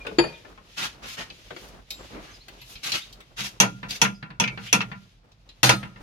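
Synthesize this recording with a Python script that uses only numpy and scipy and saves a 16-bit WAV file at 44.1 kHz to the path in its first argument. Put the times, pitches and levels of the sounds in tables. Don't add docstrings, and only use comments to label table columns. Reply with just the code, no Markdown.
import sys
import numpy as np
from scipy import signal
from scipy.fft import rfft, irfft
from scipy.io import wavfile
from scipy.ndimage import uniform_filter1d

SR = 44100
rng = np.random.default_rng(int(sys.argv[2]) if len(sys.argv) > 2 else 0)


def file_out(sig):
    cols = np.atleast_2d(sig).T
    lim = np.clip(cols, -1, 1)
    pcm = np.round(lim * 32767).astype(np.int16)
    wavfile.write(sys.argv[1], SR, pcm)


N = 265482
T = np.arange(int(.7 * SR)) / SR

# t/s, level/dB
BLOWS = [(3.6011, -12.5), (4.0158, -14), (4.3991, -18), (4.728, -13.5)]
# f/Hz, level/dB
BLOW_COLOUR = [(90, -26), (200, -5), (390, -16), (480, -11.5), (900, -12), (1100, -20), (2170, -14),
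               (4200, -18.5), (6700, -23), (7610, -29.5), (11400, -28), (16000, -56.5)]
# f/Hz, width/Hz, level/dB
BLOW_PEAKS = [(2620, 470, 7.5), (3350, 200, 7), (5760, 270, 9), (6460, 460, 11)]
# f/Hz, level/dB, t60/s
HEAD_MODES = [(466.4, -10.5, 0.19), (707, -12, 0.069), (806, -3.5, 0.11), (910, -7.5, .13), (995, -3, 0.18),
              (1232, -9, 0.2), (1333, -9, 0.11), (1393, -6, .31), (1507, -6, .14), (1838, -6, .13),
              (2280, -7.5, .16), (2470, -10.5, 0.17), (2680, -5, 0.1), (2700, -7, 0.16), (2800, -9, 0.14),
              (3208, -5, 0.04), (3320, -7, 0.066)]
PIPE_MODES = [(115, -19, 1), (128, -6, 0.43), (171.1, -8.5, 0.39), (197.2, -1.5, 0.42), (224.4, -9.5, 0.25),
              (302, -11.5, 0.24)]
def blows():
    full_db = -12.5
    out = np.zeros((2, N))
    for s, db in BLOWS:
        force_db = db - full_db
        grain = noise(BLOW_COLOUR, len(T), BLOW_PEAKS, ripple_db=3)
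        crack = amp(-4) * np.exp(-T / .0028) * grain
        chatter = 1 + amp(-10) / (1 + (T / .039) ** 6)
        body = crack + amp(-2.5) * chatter * clatter(grain, stretch=.91, yard_db=-31, yard_t60=.52)
        head = amp(-3.5) * ring(HEAD_MODES, rise_s=.008)
        strike = tilted(body + head + clang(), 3.5 + .5 * force_db)
        boom = amp(-19.5 + .12 * force_db) * ring(PIPE_MODES, rise_s=.015)
        add(out, s, amp(db) * strike + boom)
    return out


# f/Hz, level/dB, t60/s
CLANG_MODES = [(926, -4, 0.12), (2694, 5.5, 0.026), (3450, -5.5, 0.014), (3516, -4, 0.027),
               (5740, -2, 0.046), (6230, -4.5, .028)]
def clang():
    wall_s, wall_db = .0079, -8
    direct = ring(CLANG_MODES, rise_s=.00074)
    out = direct.copy()
    add(out, wall_s, amp(wall_db) * direct[::-1])
    return out


# t/s, level/dB, tilt/(dB/octave), boom/dB, decay factor, clang/dB, fittings/dB
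JARS = [(5.6308, -14, 4, -7, 3, -4, 5.5), (5.6921, -10, 1, -14, 1.03, -32, -4.5)]
# f/Hz, level/dB
JAR_COLOUR = [(70, -18.5), (240, -9.5), (330, -2.5), (405, -21), (470, -7), (850, -7), (1100, -13),
              (1300, -8.5), (3200, -12.5), (5100, -18.5), (6100, -15.5), (7600, -26.5), (11600, -28),
              (16000, -49)]
# f/Hz, level/dB, t60/s
FITTING_MODES = [(127, -3.5, 0.28), (808, 0, 0.1), (1272, -17, 0.4), (1965, -8, .12), (2440, -6, .14),
                 (3610, 0, 0.14), (4174, 0, 0.16), (4750, -7, .12), (4838, -3, 0.15), (6223, -9, .12),
                 (6702, -7, 0.13), (8632, -18, 0.28), (11650, -25, 0.2), (13190, -30, 0.33)]
def jars():
    hold_s, damp_db = .075, 13
    out = np.zeros((2, N))
    for s, db, tilt_db, boom_db, stretch, clang_db, fittings_db in JARS:
        grain = noise(JAR_COLOUR, len(T), ripple_db=1.5)
        crack = (1 - np.exp(-T / .0005)) * np.exp(-T / .004) * grain
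        body = crack + amp(-2.5) * clatter(grain, stretch, yard_db=-21, yard_t60=.16)
        crash = tilted(body, tilt_db) + amp(-4) * ring(HEAD_MODES, rise_s=.003)
        damping = amp(-damp_db / (1 + np.exp((hold_s - T) / .012)))
        metal = amp(clang_db) * clang() + amp(fittings_db) * ring(FITTING_MODES, rise_s=.039)
        boom = amp(boom_db) * ring(PIPE_MODES, rise_s=.037)
        add(out, s, amp(db) * (crash * damping + metal + boom))
    return out


# t/s, level/dB
TAPS = [(3.8296, -35.5), (4.2258, -37), (4.303, -43), (4.5743, -35.5), (4.915, -36.5), (5.829, -35.5),
        (5.959, -47.5)]
# f/Hz, level/dB
TAP_COLOUR = [(60, -10.5), (150, 7.5), (400, -11), (1900, 0), (2900, -9.5), (4300, -15), (6500, -35.5),
              (15000, -53)]
def taps():
    out = np.zeros((2, N))
    for s, db in TAPS:
        grain = noise(TAP_COLOUR, len(T), ripple_db=3.5)
        knock = amp(2.5) * (1 - np.exp(-T / .0007)) * np.exp(-T / .006) * grain
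        body = knock + clatter(grain, stretch=.85, yard_db=-28, yard_t60=.45)
        head = amp(-.5) * ring(HEAD_MODES)
        boom = amp(-2) * ring(PIPE_MODES, rise_s=.014)
        add(out, s, amp(db) * (body + head + boom))
    return out


# t/s, level/dB, tilt/(dB/octave), ring/dB
RATTLES = [(3.631, -15.5, -25, -38), (4.05, -17.5, -7, -30), (4.438, -24.5, 1, -2.5), (4.476, -26.5, 0, -6),
           (4.805, -19, -7, -35), (4.8135, -31.5, 4.5, -38.5)]
# f/Hz, level/dB
RATTLE_COLOUR = [(240, -57), (400, -24.5), (1210, -15), (2700, -5.5), (4600, -19.5), (6130, -23),
                 (7700, -39.5), (15000, -48.5)]
# f/Hz, level/dB, t60/s
LOOSE_IRON_MODES = [(2120, -2.5, 0.2), (2318, 4, 0.21), (2520, 4.5, 0.12)]
def rattles():
    return contacts(RATTLES, RATTLE_COLOUR, LOOSE_IRON_MODES, stretch=.59, yard_db=-46)


# t/s, level/dB, tilt/(dB/octave), ring/dB
KNOCKS = [(.049, -37.5, -8, -18), (.066, -27, -1, -43), (.111, -46.5, -32.5, -27), (.1848, -15, -5, -1),
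          (.237, -29, -11.5, -5), (.448, -42.5, -9.5, -33), (.575, -45.5, -7.5, -39),
          (1.505, -32.5, -3, -33), (1.563, -37, 0.5, -13), (2.482, -43.5, 7, -16), (3.204, -46, 6, -22.5)]
# f/Hz, level/dB
KNOCK_COLOUR = [(90, -23), (340, -6), (520, -0.5), (720, -10), (1100, -10), (1500, -7.5), (2800, -11),
                (3500, -12), (5800, -30), (15000, -42.5)]
# f/Hz, level/dB, t60/s
HAMMER_MODES = [(344, 6.5, 0.15), (921, -10.5, 0.3), (2450, -10, 0.24), (4528, 2.5, 0.18),
                (4800, -12, 0.24), (7030, -10, 0.1), (10100, -24, 0.21)]
def knocks():
    pan = amp([[1.5], [-1.5]])
    return pan * contacts(KNOCKS, KNOCK_COLOUR, HAMMER_MODES, stretch=.53, yard_db=-19)


# t/s, level/dB, tilt/(dB/octave), ring/dB
CLICKS = [(1.3, -36.5, -6, -36), (1.905, -39.5, 8.5, 7.5), (2.615, -41, -5, -7.5), (2.754, -36.5, -4, -34),
          (2.919, -25, 3, -27), (3.126, -56.5, 11, -4), (3.906, -31.5, 4.5, -23),
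          (5.317, -62.5, 4.5, -24.5), (5.49, -44.5, -1.5, -30)]
# f/Hz, level/dB
CLICK_COLOUR = [(300, -9.5), (1500, -17.5), (2600, -0.5), (4500, -0.5), (6500, -13.5), (8500, -24),
                (15000, -32)]
# f/Hz, level/dB, t60/s
PIN_MODES = [(3790, 3.5, 0.14), (4200, -4.5, 0.15), (7330, -15, 0.46), (11500, 0, 0.11)]
def clicks():
    return contacts(CLICKS, CLICK_COLOUR, PIN_MODES, stretch=.71, yard_db=-21)


# t/s, length/s, start f/Hz, end f/Hz, level/dB
HAMMER_TONES = [(-.012, 0.042, 2425, 2420, -36), (.272, 0.045, 2520, 2440, -38),
                (.31, .06, 2410, 2450, -40)]
def hammer_tones():
    return glides(HAMMER_TONES, waver=.009, direct_db=-3, walls_db=-8)


# t/s, length/s, start f/Hz, end f/Hz, level/dB
GRATES = [(2.585, 0.048, 2900, 3360, -49), (4.645, 0.074, 2840, 3140, -35)]
def grating():
    return glides(GRATES, waver=.14, direct_db=-3, walls_db=-2)


# t/s, level/dB
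NUDGES = [(3.385, -35)]
def nudges():
    out = np.zeros((2, N))
    for s, db in NUDGES:
        add(out, s, amp(db) * ring(PIPE_MODES, rise_s=.021))
    return out


# t/s, length/s, hiss/dB, rub/dB, swell/dB, tilt/(dB/octave)
SCUFFS = [(0.773, 0.083, -28.5, -34.5, 4.5, -0.5), (1.023, 0.034, -41, -45.5, 1, -3),
          (1.06, 0.088, -42, -52, -1, 1.5), (1.173, 0.049, -36.5, -37.5, -1, -1.5),
          (1.567, 0.12, -63.5, -60.5, 1, 7.5), (2.127, 0.19, -69, -51, 9, -4),
          (2.645, 0.085, -53, -61, 9, 6.5), (2.833, 0.065, -31.5, -40.5, 2, 1),
          (2.924, 0.033, -24, -34, 8, -1), (3.371, 0.037, -27.5, -36, 8, -0.5),
          (3.432, 0.043, -38, -46, -3, 2.5), (3.891, 0.084, -41.5, -51, -5, 2),
          (4.623, 0.051, -42, -49, 6, -0.5)]
# f/Hz, level/dB
HISS_COLOUR = [(700, -39), (1500, -9), (2700, -1), (3700, -2), (5000, -5.5), (6800, -9.5), (7900, -18.5),
               (11900, -18.5), (16000, -35)]
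RUB_COLOUR = [(40, -26.5), (130, 3.5), (500, -4), (1400, 3.5), (3000, -6.5), (6000, -43)]
def scuffs():
    lead_s, attack_s, release_s = .011, .017, .019
    echo_db, echo_t60 = -16, .45
    out = np.zeros((2, N))
    for start, length, hiss_db, rub_db, swell_db, tilt_db in SCUFFS:
        progress = np.clip((T - lead_s) / length, 0, 1)
        after = np.maximum(T - lead_s - length, 0)
        attack = 1 - np.exp(-(T / attack_s) ** 2)
        release = np.exp(-after / release_s) + amp(echo_db - 60 * after / echo_t60)
        stroke = attack * amp(swell_db * (progress - 1)) * release
        spots = sum(noise(HISS_COLOUR, len(T), ripple_db=5.5) * flicker(len(T), depth_db=3.2, span=800)
                    for _ in range(4))
        hiss = amp(hiss_db) * tilted(unit_rms(spots), tilt_db)
        rub = amp(rub_db) * noise(RUB_COLOUR, len(T), ripple_db=4.5)
        add(out, start - lead_s, stroke * (hiss + rub))
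    return out


# t/s, length/s, level/dB
SHUFFLES = [(2.086, 0.16, -39.5)]
# f/Hz, level/dB
SHUFFLE_COLOUR = [(70, -31), (200, 0.5), (600, -7.5), (2500, -18), (6000, -54)]
def shuffles():
    out = np.zeros((2, N))
    for s, length, db in SHUFFLES:
        swell = np.hanning(int(length * SR))
        add(out, s, amp(db) * swell * noise(SHUFFLE_COLOUR, len(T))[:, :len(swell)])
    return out


# t/s, level/dB
RUSTLE_LEVEL = [(0, -56.5), (.35, -53), (.6, -64.5), (.76, -50), (.95, -63), (1.6, -50), (1.85, -64.5),
                (2.0, -50.5), (2.36, -52.5), (2.45, -59.5), (2.7, -54), (3.05, -49.5), (3.15, -64),
                (3.3, -64), (3.86, -59.5), (4.37, -87.5), (4.64, -49.5), (4.8, -60.5), (5.12, -64),
                (5.24, -78), (5.56, -66), (6.02, -63)]
def rustle():
    return fader(RUSTLE_LEVEL) * noise(HISS_COLOUR, N) * flicker(N, depth_db=1.3, span=1800)


# t/s, length/s, start f/Hz, end f/Hz, level/dB
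CHIRPS = [(.32, 0.063, 4000, 3010, -48), (2.303, .025, 6300, 6050, -51), (2.325, 0.045, 5240, 4850, -47.5),
          (2.395, .045, 3820, 4650, -48), (3.005, 0.045, 3350, 4020, -38.5),
          (4.13, 0.055, 5140, 4850, -50.5)]
def bird():
    return glides(CHIRPS, waver=.025, direct_db=-2, walls_db=-4)


# t/s, level/dB
BACKGROUND_LEVEL = [(0, -48.5), (.68, -53), (.93, -49), (1.7, -49.5), (2.2, -44), (2.45, -53.5), (3.3, -57),
                    (4.6, -55.5), (4.951, -48.5), (5.15, -68.5), (5.549, -63), (6.02, -56.5)]
# f/Hz, level/dB
HUM_COLOUR = [(28, -23.5), (47, 11), (70, -13.5), (200, -7.5), (460, -10), (1200, -14), (2900, -27.5),
              (16000, -47.5)]
AIR_COLOUR = [(20, -33.5), (45, -3.5), (70, -25.5), (97, -12), (150, -19.5), (330, -37), (4900, -44),
              (8100, -61.5), (16000, -76)]
def background():
    air = amp(-57) * noise(AIR_COLOUR, N)
    hum = fader(BACKGROUND_LEVEL) * noise(HUM_COLOUR, N) * flicker(N, depth_db=6.5, span=3000)
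    return air + hum


def contacts(rows, colour, modes, stretch, yard_db):
    out = np.zeros((2, N))
    for s, db, tilt_db, ring_db in rows:
        tick = 1 + amp(-2) * np.exp(-T / .011)
        grain = noise(colour, len(T), ripple_db=5)
        body = tick * clatter(grain, stretch, yard_db, yard_t60=.57)
        add(out, s, amp(db) * (tilted(body, tilt_db) + amp(ring_db) * ring(modes, rise_s=.0011)))
    return out


def glides(rows, waver, direct_db, walls_db, walls_t60=.25):
    out = np.zeros((2, N))
    for s, length, start_hz, end_hz, db in rows:
        size = int(length * SR)
        hz = np.linspace(start_hz, end_hz, size) * (1 + waver * wander(size, span=120))
        tone = np.sin(2 * np.pi * np.cumsum(hz) / SR) * np.hanning(size)
        paths = rng.standard_normal((2, len(T))) * amp(-60 * T / walls_t60)
        paths = amp(walls_db) * paths / np.linalg.norm(paths[0])
        paths[:, 0] = amp(direct_db)
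        add(out, s, amp(db) * signal.fftconvolve(tone[None], paths, axes=1))
    return out


# f/Hz, t60/s
CLATTER_DECAY = [(150, 0.53), (400, 0.23), (1000, 0.23), (2700, 0.18), (6000, 0.15), (12000, 0.13)]
# f/Hz, rise/s
CLATTER_RISE = [(130, 0.0012), (400, 0.019), (1000, 0.0012), (2700, 0.0036), (6000, 0.00022),
                (12000, 0.0016)]
def clatter(grain, stretch, yard_db, yard_t60):
    hz, spectrum = bins(len(T)), rfft(grain)
    centres = np.geomspace(150, 12000, 8)
    tail = amp(yard_db - 60 * T / yard_t60)
    out = 0
    for f, weights in zip(centres, np.eye(len(centres))):
        band = irfft(spectrum * at_hz(np.c_[centres, weights], hz), len(T))
        rise = 1 - np.exp(-T / at_hz(CLATTER_RISE, f))
        fall = amp(-60 * T / (stretch * at_hz(CLATTER_DECAY, f)))
        out = out + band * rise * (fall + tail)
    return out


# f/Hz, left-right correlation
PORT_LIKENESS = [(60, 0.93), (130, 1), (290, 0.61), (550, 0.69), (1000, -0.22), (1500, -0.16), (2400, 0.19),
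                 (4000, -0.019), (15000, 0.15)]
def ring(modes, rise_s=.012):
    hz, db, t60 = np.transpose(modes)[:, :, None]
    phase, twin_phase, beat, side = rng.random((len(hz), 4)).T[:, :, None]
    twin = amp(-5) * np.exp(2j * np.pi * (twin_phase + (beat - .5) * np.sqrt(hz) * T))
    waves = amp(db - 60 * T / t60) * np.exp(2j * np.pi * (hz * T + phase)) * (1 + twin)
    phase_gap = (np.sign(side - .5) * np.arccos(at_hz(PORT_LIKENESS, hz)))[:, 0]
    pickup = ports(hz[:, 0]) * np.exp(.5j * np.array([phase_gap, -phase_gap]))
    return (pickup @ waves).real * (1 - np.exp(-T / rise_s))


def noise(colour, size, peaks=(), ripple_db=0):
    hz = bins(size)
    left, unrelated = np.exp(2j * np.pi * rng.random((2, len(hz))))
    likeness = at_hz(PORT_LIKENESS, hz)
    right = likeness * left + np.sqrt(1 - likeness ** 2) * unrelated
    peaks_db = sum(db / (1 + (2 * (hz - f) / width) ** 2) for f, width, db in peaks)
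    knots = np.linspace(0, np.sqrt(SR / 2), 260) ** 2
    ripple = np.interp(hz, knots, rng.standard_normal(len(knots)))
    shape = amp(at_hz(colour, hz) + peaks_db + ripple_db * ripple)
    return unit_rms(irfft(np.array([left, right]) * ports(hz) * shape, size))


# f/Hz, left minus right/dB
PORT_BALANCE = [(60, -2), (200, -2.5), (380, 0.5), (1200, 1.5), (2380, 1.5), (8120, -0.5), (15000, 1.5)]
def ports(hz):
    left = amp(at_hz(PORT_BALANCE, hz) / 2)
    return np.array([left, 1 / left])


def tilted(x, tilt_db):
    size = 2 * x.shape[1]
    octaves = np.log2(.5 + bins(size) / 3000)
    return irfft(rfft(x, size) * amp(tilt_db * octaves), size)[:, :x.shape[1]]


def flicker(size, depth_db, span):
    return unit_rms(amp(depth_db * wander(size, span)))


def wander(size, span):
    return unit_rms(uniform_filter1d(rng.standard_normal(size), span))


def fader(points):
    return amp(np.interp(np.arange(N) / SR, *np.transpose(points)))


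def at_hz(points, hz):
    f, value = np.transpose(points)
    return np.interp(np.log(hz + 1), np.log(f + 1), value)


def amp(db):
    return 10 ** (np.asarray(db) / 20)


def unit_rms(x):
    return x / np.sqrt(np.mean(x ** 2) + 1e-20)


def bins(size):
    return np.fft.rfftfreq(size, 1 / SR)


def add(mix, s, sound):
    part = mix[:, max(round(s * SR), 0):][:, :sound.shape[1]]
    part += sound[:, :part.shape[1]]


def scene():
    striking = blows() + jars() + taps() + rattles()
    handling = knocks() + clicks() + hammer_tones() + grating() + nudges()
    movement = scuffs() + shuffles() + rustle()
    return striking + handling + movement + bird() + background()


def record(dry):
    low_hz, top_hz = 32.2, 16200
    thin = signal.sosfilt(signal.butter(2, low_hz, "high", fs=SR, output="sos"), dry)
    rounded = thin / (1 + thin ** 4) ** .25
    lowpass = signal.firwin(255, top_hz, window=("kaiser", 9), fs=SR)
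    return signal.oaconvolve(rounded, lowpass[None], "same")


dry = scene()
out = record(dry)
file_out(out)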